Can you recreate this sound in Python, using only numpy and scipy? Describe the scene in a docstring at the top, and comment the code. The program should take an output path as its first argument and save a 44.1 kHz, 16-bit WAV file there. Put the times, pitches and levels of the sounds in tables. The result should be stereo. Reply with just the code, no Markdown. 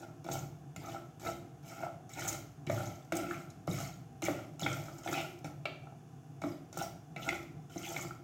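"""First a faint tick and brief brush of seeds over a burner's murmur, then louder scraping strokes:
a wooden spatula stirs almonds and seeds in a dry pan, close to a phone in a bare kitchen.
Random slips drive pan resonances for the blade; click trains in ringing bands make the seed heap.
Gritty contacts ring metal and wood for knocks and nuts; noise bursts make cracks, wavering tones squeaks.
Decaying noise echoes give the room; shaped noise gives burner murmur and hiss."""
import sys
import numpy as np
from scipy import signal
from scipy.fft import rfft, irfft
from scipy.io import wavfile
from scipy.ndimage import uniform_filter1d

SR = 44100
rng = np.random.default_rng(int(sys.argv[2]) if len(sys.argv) > 2 else 0)


def put_to_file(sound):
    """Save the sound as 16-bit audio at rate SR, in the file named by the first command-line argument."""
    columns = np.atleast_2d(sound).T  # one column per channel
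    safe = np.clip(columns, -1, 1)
    whole_steps = np.round(safe * 32767)
    wavfile.write(sys.argv[1], SR, whole_steps.astype(np.int16))


N = 362943
TIME_S = np.arange(N) / SR

# Event levels are relative, ahead of trims, pan radiation and room.
# Spatula strokes: [touchdown t/s, swell/s, push/s, fade/(dB/s), extra swell of blade drag/s,
#   drag level/dB, coarse rolling level/dB, fine rattle level/dB, touchdown crack level/dB]
STROKES = [(0,0.0018,0.026,205,0.00092,-48,-78,-59,-45), (.243,0.09,0.031,187,0.086,-35.5,-51.5,-47.5,-41),
           (.762,0.11,0.062,173,0,-43,-54,-53,-31.5), (1.197,0.059,0.046,237,0.0019,-39,-50,-46.5,-38.5),
           (1.628,0.053,0.16,202,0.099,-42,-54,-53.5,-55), (2.093,.13,0.11,240,0.025,-38.5,-44.5,-44.5,-40),
           (2.667,0.043,.14,103,0.035,-39.5,-49.5,-48,-38.5),
           (3.122,0.0023,0.1,113,0.03,-40.5,-45.5,-51,-27.5), (3.28,0.022,.058,152,0,-46,-59,-53.5,-60),
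           (3.673,0.06,0.095,158,0.064,-40.5,-45,-44,-35.5),
           (4.221,0.006,0.061,123,0.0044,-38.5,-44,-45.5,-28), (4.595,0.01,0.046,48,0.01,-40,-49,-45,-32),
           (5.034,0.043,0.13,160,0,-40,-46.5,-44.5,-41), (5.444,0.0011,0.0046,303,0,-45,-60,-53,-35.5),
           (6.417,0.0063,0.083,159,0.013,-61,-55.5,-57,-38), (6.728,0.07,0.039,315,0,-41,-46.5,-48,-36),
           (7.162,0.098,0.085,190,0.024,-40,-53.5,-49,-39), (7.697,0.19,0.13,208,0,-44.5,-48,-44.5,-54)]
# Drag, rolling, rattle at touchdown relative to full push: [level/dB] each
TOUCHDOWN_DB = [-15.5, -10.5, -14]
# Blade striking pan: [t/s, metal ring level/dB, centre f/Hz, pan thud level/dB, thud f/Hz,
#   thud decay/s, wood clack level/dB, pressed-blade tok level/dB]
KNOCKS = [(.247,-36,673,-43,144,0.018,-55,-58), (.288,-27,720,-37.5,133.3,0.071,-48,-36),
          (.762,-58,750,-45.5,138.5,0.044,-44.5,-63), (2.67,-44,680,-32,118.5,0.037,-42,-57),
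          (2.698,-42,587,-35,103.6,0.035,-40,-19.5), (3.122,-25,1270,-31.5,292.5,0.037,-35,-27),
          (3.677,-33,620,-31.5,134.3,0.043,-47.5,-24.5), (4.224,-30,800,-34,285,0.024,-40.5,-54),
          (4.284,-35,600,-32.5,288,0.027,-47,-18.5), (4.621,-38,576,-32.5,135,0.045,-51,-32),
          (4.663,-19,1080,-40,285,.023,-29,-27), (5.075,-28,720,-40.5,328,0.03,-35,-47),
          (5.125,-40,720,-55,284,0.018,-48,-31), (5.445,-34.5,700,-40.5,131,0.036,-46,-48),
          (5.655,-30.5,710,-42,347,0.031,-29.5,-29.5), (6.419,-33,710,-41,156,0.021,-45,-50),
          (6.438,-38,546,-30,306.4,0.026,-47,-22.5), (6.772,-26.5,695,-44.5,145.5,0.056,-57,-49),
          (7.162,-37,685,-42,130,0.022,-39,-56), (7.289,-31,670,-45,328,0.022,-26,-37),
          (7.327,-29,696,-43.5,89.4,0.026,-40,-38), (7.758,-46,626,-29.5,310,0.011,-71,-60),
          (7.963,-28,1350,-40,128.7,0.042,-34,-49), (8.048,-36,680,-37.5,135,0.019,-63,-56)]
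# Almonds tumbling onto the metal: [t/s, level/dB, centre f/Hz]
NUTS = [(.355,-31,770), (.883,-36,1290), (.886,-37.5,696), (.946,-32,706), (.964,-36.5,1340),
        (1.266,-45,1350), (1.288,-31,700), (1.805,-36,664), (1.834,-29,760), (1.866,-30,720),
        (2.191,-35,1420), (2.221,-26,1420), (2.251,-35.5,680), (2.269,-30,1370), (2.777,-30.5,1400),
        (2.818,-33.5,620), (3.31,-21,1570), (3.331,-32,1410), (3.784,-33,1420), (3.827,-38,1350),
        (4.883,-34.5,1330), (5.061,-30,710), (5.095,-32,730), (5.128,-25,1340), (5.138,-29,1390),
        (5.152,-34,750), (5.87,-42.5,950), (5.923,-45,750), (6.814,-28,880), (6.836,-35,740),
        (7.273,-37,730), (7.869,-36.5,690), (7.992,-29,1270), (8.108,-34,1210)]
# Seeds crushed under the blade: [t/s, level/dB, centre f/Hz, crumble decay/s]
CRACKS = [(.314,-33,4470,0.01), (0.336,-26.5,13500,0.0042), (2.192,-36,6500,0.0073), (2.209,-33,6000,.002),
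          (2.247,-32,13500,.008), (2.277,-21.5,12300,0.021), (2.327,-25.5,9300,0.0025),
          (3.153,-29,10900,0.0036), (3.168,-22,14400,0.0031), (3.501,-47,6500,.006), (4.25,-28,8900,0.0061),
          (4.729,-34,5960,.004), (4.983,-41.5,8950,0.009), (5.075,-46,13100,.004),
          (5.128,-27.5,11000,0.0067), (5.655,-41,9000,.004), (6.742,-46,7500,0.0018),
          (6.774,-24,14100,0.0044), (6.788,-31,8000,0.0022), (6.822,-28,12900,0.01),
          (7.289,-31,6000,0.0023), (7.862,-40,13000,.008), (8.025,-30.5,11000,.0034)]
# Trapped seeds skidding: [mid t/s, level/dB, f/Hz, length at half height/s, glide/(octave/s)]
SQUEAKS = [(0.331,-40,7400,.0056,50), (0.333,-36,13900,.011,0), (.356,-48,15000,.0074,-6),
           (2.286,-38,6590,.02,3.5), (3.17,-41,8470,.011,-3), (4.636,-28,3447,.0091,-11.5),
           (6.834,-43.5,5690,.008,0), (7.834,-34,3010,.0081,-6)]
# Blade edge rasping: [mid t/s, level/dB, centre f/Hz, length at half height/s]
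RASPS = [(0.896,-53,3200,.012), (2.19,-43,2150,0.016), (3.34,-43,2280,.012), (4.261,-36,2200,.018),
         (5.134,-45,3360,0.015), (5.145,-34,2500,.014), (5.189,-36.5,2650,.04), (7.23,-47,3100,0.027),
         (7.852,-40,2500,0.019)]
# Pan resonances: [f/Hz, width/Hz, level/dB]
PAN_MODES = [(285,25,-24), (350.2,25,8), (488,53,-8), (595.4,9,1), (680,82,6), (770,93,0), (1190,200,-18.5),
             (1341,55,0.5), (1360,114,0), (2110,87,-10), (2400,190,-11)]
# Pan rocking on its support: [f/Hz, width/Hz, level/dB]
SUPPORT_MODES = [(68.7, 3.3, -1), (111.8, 7.3, -5), (146.4, 41, -7), (186.2, 4.4, 0.5), (275.6, 31, -7.5),
                 (341.3, 14.5, -2.5), (472, 26, -4.5), (587.5, 6.8, -4.5)]
# Wooden blade resonances: [f/Hz, width/Hz, level/dB]
WOOD_MODES = [(1920, 770, 1), (2254, 240, 9), (2920, 130, -3), (3260, 210, -13)]
# Pan resonances damped by the pressing blade: [f/Hz, width/Hz, level/dB]
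PRESSED_MODES = [(600, 113, 6.5), (1104, 460, -5.5)]
# Pan radiation, weak between resonances: [f/Hz, level/dB]
RADIATION = [(350,0.5), (500,-8), (600,-0.5), (820,0), (960,-6), (1200,-3), (1335,2.5), (1500,-7),
             (1720,-9), (2100,-1), (2500,-5.5), (3300,-4), (4500,0.5), (5700,3), (6800,4.5), (8000,-1.5),
             (9500,-7), (15000,-5.5)]
# Coarse seed spectrum: [f/Hz, level/dB]
COARSE_SPECTRUM = [(900, -29), (1700, -3), (2250, 3.5), (2600, -5.5), (3100, 4), (3600, -10), (4200, -13.5),
                   (5200, -16), (8000, -46)]
# Fine seed spectrum: [f/Hz, level/dB]
FINE_SPECTRUM = [(2200, -28), (3600, -6), (4600, -4.5), (5700, -1.5), (6700, -4.5), (8200, 0),
                 (10000, -5.5), (12200, 5), (15600, -2.5)]
# Places in the pan: [left port lead/s] each
PLACE_LEADS_S = [.00003, .00012, .00019, .00028]
# Pan balance, left minus right: [f/Hz, level/dB]
PAN_BALANCE = [(120, -2.5), (420, -4), (680, 0), (1350, -2.5), (2200, -9.5), (3600, -5.5), (6500, -4),
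               (8200, 1), (10000, 0.5), (14000, 7)]
# Kitchen decay: [f/Hz, t60/s]
KITCHEN_T60 = [(150, 0.94), (600, 0.54), (1500, 0.46), (3500, 0.53), (7000, 0.37), (14000, 0.42)]
# Burner murmur spectrum: [f/Hz, level/dB]
BURNER_SPECTRUM = [(18, -61), (30, -45), (80, -14.5), (110, -4), (150, 2), (206, -17), (271, -9.5),
                   (395, -18.5), (466, -19.5), (542, -30.5), (620, -34), (659, -17), (790, -15.5),
                   (904, -37.5), (1100, -44), (1430, -73), (2420, -120)]
# Burner hiss spectrum: [f/Hz, level/dB]
HISS_SPECTRUM = [(590, -22.5), (1000, 8.5), (1110, 6.5), (1720, 0), (1970, -9), (2910, -6.5), (3230, -12),
                 (3460, -5), (3880, -15.5), (6590, -2), (8200, -10), (12000, -12), (15600, -16)]
# Hiss balance, left minus right: [f/Hz, level/dB]
HISS_BALANCE = [(1000, -5.5), (2500, -18), (6000, -7.5), (8500, 1.5), (14000, 2)]


def undb(db):
    """Decibels to gain."""
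    return 10 ** (np.asarray(db) / 20)


def unit(x):
    """Scale to rms 1."""
    return x / np.sqrt(np.mean(x ** 2))


def peak_at(x, db):
    """Scale to a peak level."""
    return undb(db) * x / np.abs(x).max()


def add(track, start_s, sound):
    """Mix a sound in at a time, cut at the end of the scene."""
    start = max(int(start_s * SR), 0)
    part = sound[:max(N - start, 0)]
    track[start:start + len(part)] += part


def at_hz(points, hz):
    """Interpolate (Hz, value) points on a log-frequency axis."""
    f_hz, value = np.transpose(points)
    return np.interp(np.log(np.maximum(hz, 1)), np.log(f_hz), value)


def colour(x, points, share=1):
    """Minimum-phase filter with share times the dB gain of (Hz, dB) points."""
    size = 8192
    bins_hz = np.arange(size // 2 + 1) * SR / size
    cepstrum = irfft(np.log(undb(share * at_hz(points, bins_hz))))
    # fold the cepstrum to make the response causal
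    cepstrum[1:size // 2] *= 2
    cepstrum[size // 2 + 1:] = 0
    response = irfft(np.exp(rfft(cepstrum)))
    return signal.oaconvolve(x, response)[:len(x)]


def band(x, hz, spread):
    """Band-pass from hz / spread to hz * spread, capped below Nyquist."""
    spread = max(spread, 1.01)
    edges_hz = np.minimum([hz / spread, hz * spread], [.4 * SR, .48 * SR])
    return signal.sosfilt(signal.butter(2, edges_hz, "band", fs=SR, output="sos"), x)


def ring(x, modes):
    """Drive parallel resonances of (Hz, width Hz, dB)."""
    out = 0
    for hz, width_hz, db in modes:
        b, a = signal.iirpeak(hz, hz / width_hz, fs=SR)
        out = out + undb(db) * signal.lfilter(b, a, x)
    return out


def walk(rate_hz):
    """Random levels of spread near 1, joined by straight lines."""
    levels = rng.standard_normal(int(N / SR * rate_hz) + 2)
    return np.interp(TIME_S * rate_hz, np.arange(len(levels)), levels)


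def clicks(rate_hz, scatter_db):
    """Random contacts of uneven size and either sign, at rms 1."""
    size = undb(scatter_db * np.clip(rng.standard_normal(N), -2, 2))
    hits = rng.random(N) < rate_hz / SR
    return unit(hits * size * rng.choice([-1, 1], N))


def stroke_gains(bite_s=0.00068, sag_db_per_s=22.5):
    """Drag, rolling, rattle gains: touch down, gather a heap, push it while it thins, ease off."""
    gains = np.zeros((3, N))
    t = np.arange(int(.8 * SR)) / SR
    for start_s, swell_s, push_s, fade_db_per_s, grip_s, *levels_db, _ in STROKES:
        sag_db = sag_db_per_s * np.clip(t - swell_s, 0, push_s)
        fade_db = fade_db_per_s * np.maximum(t - swell_s - push_s, 0)
        bite = np.minimum(t / bite_s, 1)
        # only the drag takes longer to swell, until the blade grips
        for gain, db, touch_db, late_s in zip(gains, levels_db, TOUCHDOWN_DB, (grip_s, 0, 0)):
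            to_gather = np.maximum(1 - t / (swell_s + late_s), 0)
            add(gain, start_s, bite * undb(db + touch_db * to_gather - sag_db - fade_db))
    return gains


def blade(drag, trim_db=-3, judder_db=-7, grip_db=3, shift_db=4.5, wander_s=0.00102):
    """Stick-slip: slips drive pan resonances in shifting proportion and judder the support."""
    slips = band(clicks(rate_hz=600, scatter_db=5) * undb(grip_db * walk(45)), 360, 7.3)
    metal = 0
    for mode in PAN_MODES:
        push = slips * unit(undb(shift_db * walk(30)))
        metal = metal + ring(push * drag, [mode])
    metal = metal / np.std(ring(slips, PAN_MODES))
    # the travelling blade bends the pitch by a few percent
    metal = np.interp(TIME_S + wander_s * walk(25), TIME_S, metal)
    judder = ring(slips * drag, SUPPORT_MODES) / np.std(ring(slips, SUPPORT_MODES))
    return undb(trim_db) * (metal + undb(judder_db) * judder)


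def seeds(spectrum, lowest_hz, highest_hz, rate_hz, scatter_db, tick_db, patchy_db, count=8):
    """Seed heap: each size class rings briefly at its own pitch in bursts, among broad ticks."""
    rings = 0
    for hz in np.geomspace(lowest_hz, highest_hz, count):
        hits = clicks(rate_hz / count, scatter_db) * undb(patchy_db * walk(50))
        rings = rings + band(hits, hz, 1.16)
    ticks = clicks(rate_hz, scatter_db) * undb(patchy_db * walk(70))
    return unit(unit(colour(rings, spectrum)) + undb(tick_db) * unit(colour(ticks, spectrum)))


def skid(hz, length_s, glide=0, waver=0.049):
    """One skidding seed: a swelling tone of unsteady pitch; glide in octaves per second."""
    swell = signal.windows.hann(int(2 * length_s * SR))
    t = np.arange(len(swell)) / SR - length_s
    unsteady = unit(uniform_filter1d(rng.standard_normal(SR // 6), size=40))[:len(t)]
    pitch_hz = hz * 2 ** (glide * t) * (1 + waver * unsteady)
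    return unit(swell * np.sin(2 * np.pi * np.cumsum(pitch_hz) / SR))


def scuffs(lowest_hz, highest_hz, scuff_db, longest_s, count=450):
    """Single seeds and nut skins scuff the metal, each with its own pitch, length and size."""
    out = np.zeros(N)
    for when, pitch, length, size in rng.random((count, 4)):
        hz = lowest_hz * (highest_hz / lowest_hz) ** pitch
        add(out, when * N / SR, size * skid(hz, longest_s / 10 ** length))
    return undb(scuff_db) * out


def strays(rattle, stray_db=-17, roll_s=0.12):
    """Loose seeds keep hopping: sparse clicks follow the rattle through a leaky average."""
    keep = np.exp(-1 / (roll_s * SR))
    unrest = signal.lfilter([1 - keep], [1, -keep], rattle)
    hops = unit(colour(clicks(rate_hz=22, scatter_db=7), FINE_SPECTRUM))
    return undb(stray_db) * unrest * hops


def contact(t, rebound, grit_decay_s=0.0016, grit=0.13, nominal_rebound_s=0.00279):
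    """Contact force: an impulse, decaying grit and one rebound at a varied delay."""
    force = (t == 0) + grit * rng.standard_normal(len(t)) * np.exp(-t / grit_decay_s)
    add(force, nominal_rebound_s * rng.uniform(0.721, 1.207), np.array([rebound]))
    return force


def struck(modes, uneven_db=2, detune=0.0047):
    """Each struck spot weights and tunes the resonances a little differently."""
    chance = rng.standard_normal((len(modes), 2))
    return [(hz * (1 + detune * a), width_hz, db + uneven_db * b)
            for (hz, width_hz, db), (a, b) in zip(modes, chance)]


def clang(force, hz, ring_db=6, spread=1.7):
    """Metal answers a contact around one pitch: direct blow plus pan resonances."""
    blow = band(force, hz, spread)
    return blow + undb(ring_db) * ring(blow, struck(PAN_MODES))


def thud(t, hz, decay_s, sag=0.18, sag_s=0.021, wobble=.12, rumble_db=-4, rise_s=0.0039, overtone_db=-11):
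    """Shoved pan shudders in harmonics of a sagging, unsteady pitch and rumbles on its support."""
    pitch_hz = hz * (1 + sag * np.exp(-t / sag_s) + wobble * walk(149.6)[:len(t)])
    phase = 2 * np.pi * np.cumsum(pitch_hz) / SR
    shudder = sum(undb(overtone_db * k) * np.sin((k + 1) * phase) for k in range(3))
    rumble = unit(ring(band(rng.standard_normal(len(t)), hz, 3.82), SUPPORT_MODES))
    envelope = (1 - np.exp(-t / rise_s)) * np.exp(-t / decay_s)
    return band((shudder + undb(rumble_db) * rumble) * envelope, 260, 4.3)


def knocks(clack_trim_db=11, tok_trim_db=-1.5):
    """Contacts ring pan and wood, a pressed blade gives a dead tok, and the push rocks the pan."""
    out = np.zeros(N)
    t = np.arange(SR // 4) / SR
    for start_s, ring_db, hz, thud_db, thud_hz, decay_s, wood_db, pressed_db in KNOCKS:
        force = contact(t, rebound=0.45)
        # soft wood passes little high treble: two band-passes in series
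        dull_force = band(band(force, 2600, 1.55), 2600, 1.65)
        clack = ring(dull_force, struck(WOOD_MODES, uneven_db=3, detune=.03))
        tok = ring(band(contact(t, rebound=0.3), 790, 2.22), PRESSED_MODES)
        add(out, start_s, peak_at(clang(force, hz), ring_db))
        add(out, start_s, peak_at(clack, wood_db + clack_trim_db))
        add(out, start_s, peak_at(tok, pressed_db + tok_trim_db))
        add(out, start_s, undb(thud_db) * thud(t, thud_hz, decay_s))
    return out


def touchdowns(trim_db=-4, tap_hz=750):
    """The landing edge taps the metal, in step with the crack level of its stroke."""
    out = np.zeros(N)
    t = np.arange(SR // 4) / SR
    for start_s, *_, crack_db in STROKES:
        tap = clang(contact(t, rebound=.4), tap_hz, ring_db=4, spread=3.6)
        add(out, start_s, peak_at(tap, crack_db + trim_db))
    return out


def nuts(rock_db=-19):
    """A falling almond rings the metal around one pitch and barely rocks the pan."""
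    out = np.zeros(N)
    t = np.arange(SR // 4) / SR
    for start_s, db, hz in NUTS:
        force = contact(t, rebound=.15)
        metal = clang(force, hz, ring_db=5, spread=1.3)
        rocking = ring(band(force, 234, 1.42), SUPPORT_MODES)
        add(out, start_s, peak_at(metal, db) + peak_at(rocking, db + rock_db))
    return out


def snap(hz, decay_s, spread):
    """Tiny fractures: a decaying noise burst around one pitch."""
    t = np.arange(SR // 20) / SR
    return band(rng.standard_normal(len(t)) * np.exp(-t / decay_s), hz, spread)


def cracks(landing_trim_db=-2, landing_hz=6350, landing_decay_s=0.0023):
    """Seeds snap in bright crumbling bursts, at every touchdown and now and then in a push."""
    out = np.zeros(N)
    for start_s, *_, db in STROKES:
        landing = snap(landing_hz, landing_decay_s, spread=2.12)
        add(out, start_s, peak_at(landing, db + landing_trim_db))
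    for start_s, db, hz, decay_s in CRACKS:
        add(out, start_s, peak_at(snap(hz, decay_s, spread=1.88), db))
    return out


def squeaks(trim_db=-7):
    """The loudest skids of trapped seeds: short wavering, gliding tones."""
    out = np.zeros(N)
    for mid_s, db, hz, length_s, glide in SQUEAKS:
        add(out, mid_s - length_s, undb(db + trim_db) * skid(hz, length_s, glide))
    return out


def rasps(trim_db=-4, spread=1.156):
    """The dry blade edge stutters over the metal: dense clicks in a narrow, grating band."""
    out = np.zeros(N)
    stutter = clicks(rate_hz=1400, scatter_db=2.5)
    for mid_s, db, hz, length_s in RASPS:
        swell = signal.windows.hann(int(2 * length_s * SR))
        slips = np.roll(stutter, -int(mid_s * SR))[:len(swell)]
        rasp = unit(band(slips * swell, hz, spread))
        add(out, mid_s - length_s, undb(db + trim_db) * rasp)
    return out


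def balance(pair, points):
    """Lean each frequency left or right by (Hz, dB) points, half on each side."""
    return np.array([colour(pair[0], points, 1 / 2), colour(pair[1], points, -1 / 2)])


def echoes(wet_db=-3, early_db=-4, early_decay_s=0.003, build_s=0.00072):
    """Echo pair of one place: pan wall and hob reflect at once, then the hard walls ring on."""
    t = np.arange(int(.7 * SR)) / SR
    tail = 0
    for hz in 62.5 * 2 ** np.arange(9):
        apart = min(hz / 1400, 1)  # long waves are alike at both ports
        common = np.sqrt(1 - apart ** 2) * rng.standard_normal(len(t))
        noise = common + apart * rng.standard_normal((2, len(t)))
        tail = tail + band(noise, hz, np.sqrt(2)) * 1000 ** (-t / at_hz(KITCHEN_T60, hz))
    tail = tail * (1 - np.exp(-t / build_s))
    early = band(rng.standard_normal((2, len(t))), 3080, 3.56) * np.exp(-t / early_decay_s)
    return (undb(wet_db) * unit(tail) + undb(early_db) * unit(early)) / np.sqrt(len(t))


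def kitchen(x, roam_db=9):
    """Sound roams between places in the pan, each with its own echoes and port lag."""
    shares = np.array([undb(roam_db * walk(25)) for _ in PLACE_LEADS_S])
    shares /= shares.sum(axis=0)
    power = np.sqrt(np.sum(shares ** 2, axis=0))
    pair = 0
    for share, lead_s in zip(shares, PLACE_LEADS_S):
        direct = np.array([x * share, np.roll(x * share, round(lead_s * SR))])
        # the echo feeds keep constant total power
        reflected = signal.fftconvolve([x * share / power], echoes())[:, :N]
        pair = pair + direct + reflected
    return balance(pair, PAN_BALANCE)


def burner(murmur_db=-52, hiss_db=-68, flutter_db=2, side_db=-17, lean_db=-3):
    """The flame murmurs and flutters as low shaped noise, with a faint steady hiss."""
    mid, side = (unit(colour(rng.standard_normal(N), BURNER_SPECTRUM)) for _ in range(2))
    murmur = mid + undb(side_db) * np.array([side, -side])
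    murmur = murmur * undb(murmur_db + flutter_db * walk(18))
    lean = undb(np.array([[lean_db], [-lean_db]]) / 2)
    hiss = np.array([unit(colour(rng.standard_normal(N), HISS_SPECTRUM)) for _ in range(2)])
    return murmur * lean + undb(hiss_db) * balance(hiss, HISS_BALANCE)


def scene(coarse_db=-3.0, fine_db=-2):
    """Pan sounds radiate into the kitchen, over the burner."""
    drag, rolling, rattle = stroke_gains()
    coarse = seeds(COARSE_SPECTRUM, 1900, 4180, rate_hz=1100, scatter_db=1.5, tick_db=0.0, patchy_db=3.5)
    fine = seeds(FINE_SPECTRUM, 4280, 14100, rate_hz=550, scatter_db=-1.0, tick_db=1, patchy_db=2.5)
    heap = undb(coarse_db) * rolling * coarse + undb(fine_db) * rattle * fine
    heap += strays(rattle)
    heap += rolling * scuffs(1800, 3970, scuff_db=2.5, longest_s=0.0044)
    heap += rattle * scuffs(4450, 15000, scuff_db=1.5, longest_s=0.0037)
    impacts = touchdowns() + knocks() + nuts()
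    details = cracks() + squeaks() + rasps()
    pan = colour(blade(drag) + heap + impacts + details, RADIATION)
    return kitchen(pan) + burner()


def record(dry, top_hz=15800):
    """The phone cuts the top: a steep elliptic low-pass."""
    return signal.sosfilt(signal.ellip(10, .2, 70, top_hz, fs=SR, output="sos"), dry)


dry = scene()
out = record(dry)
put_to_file(out)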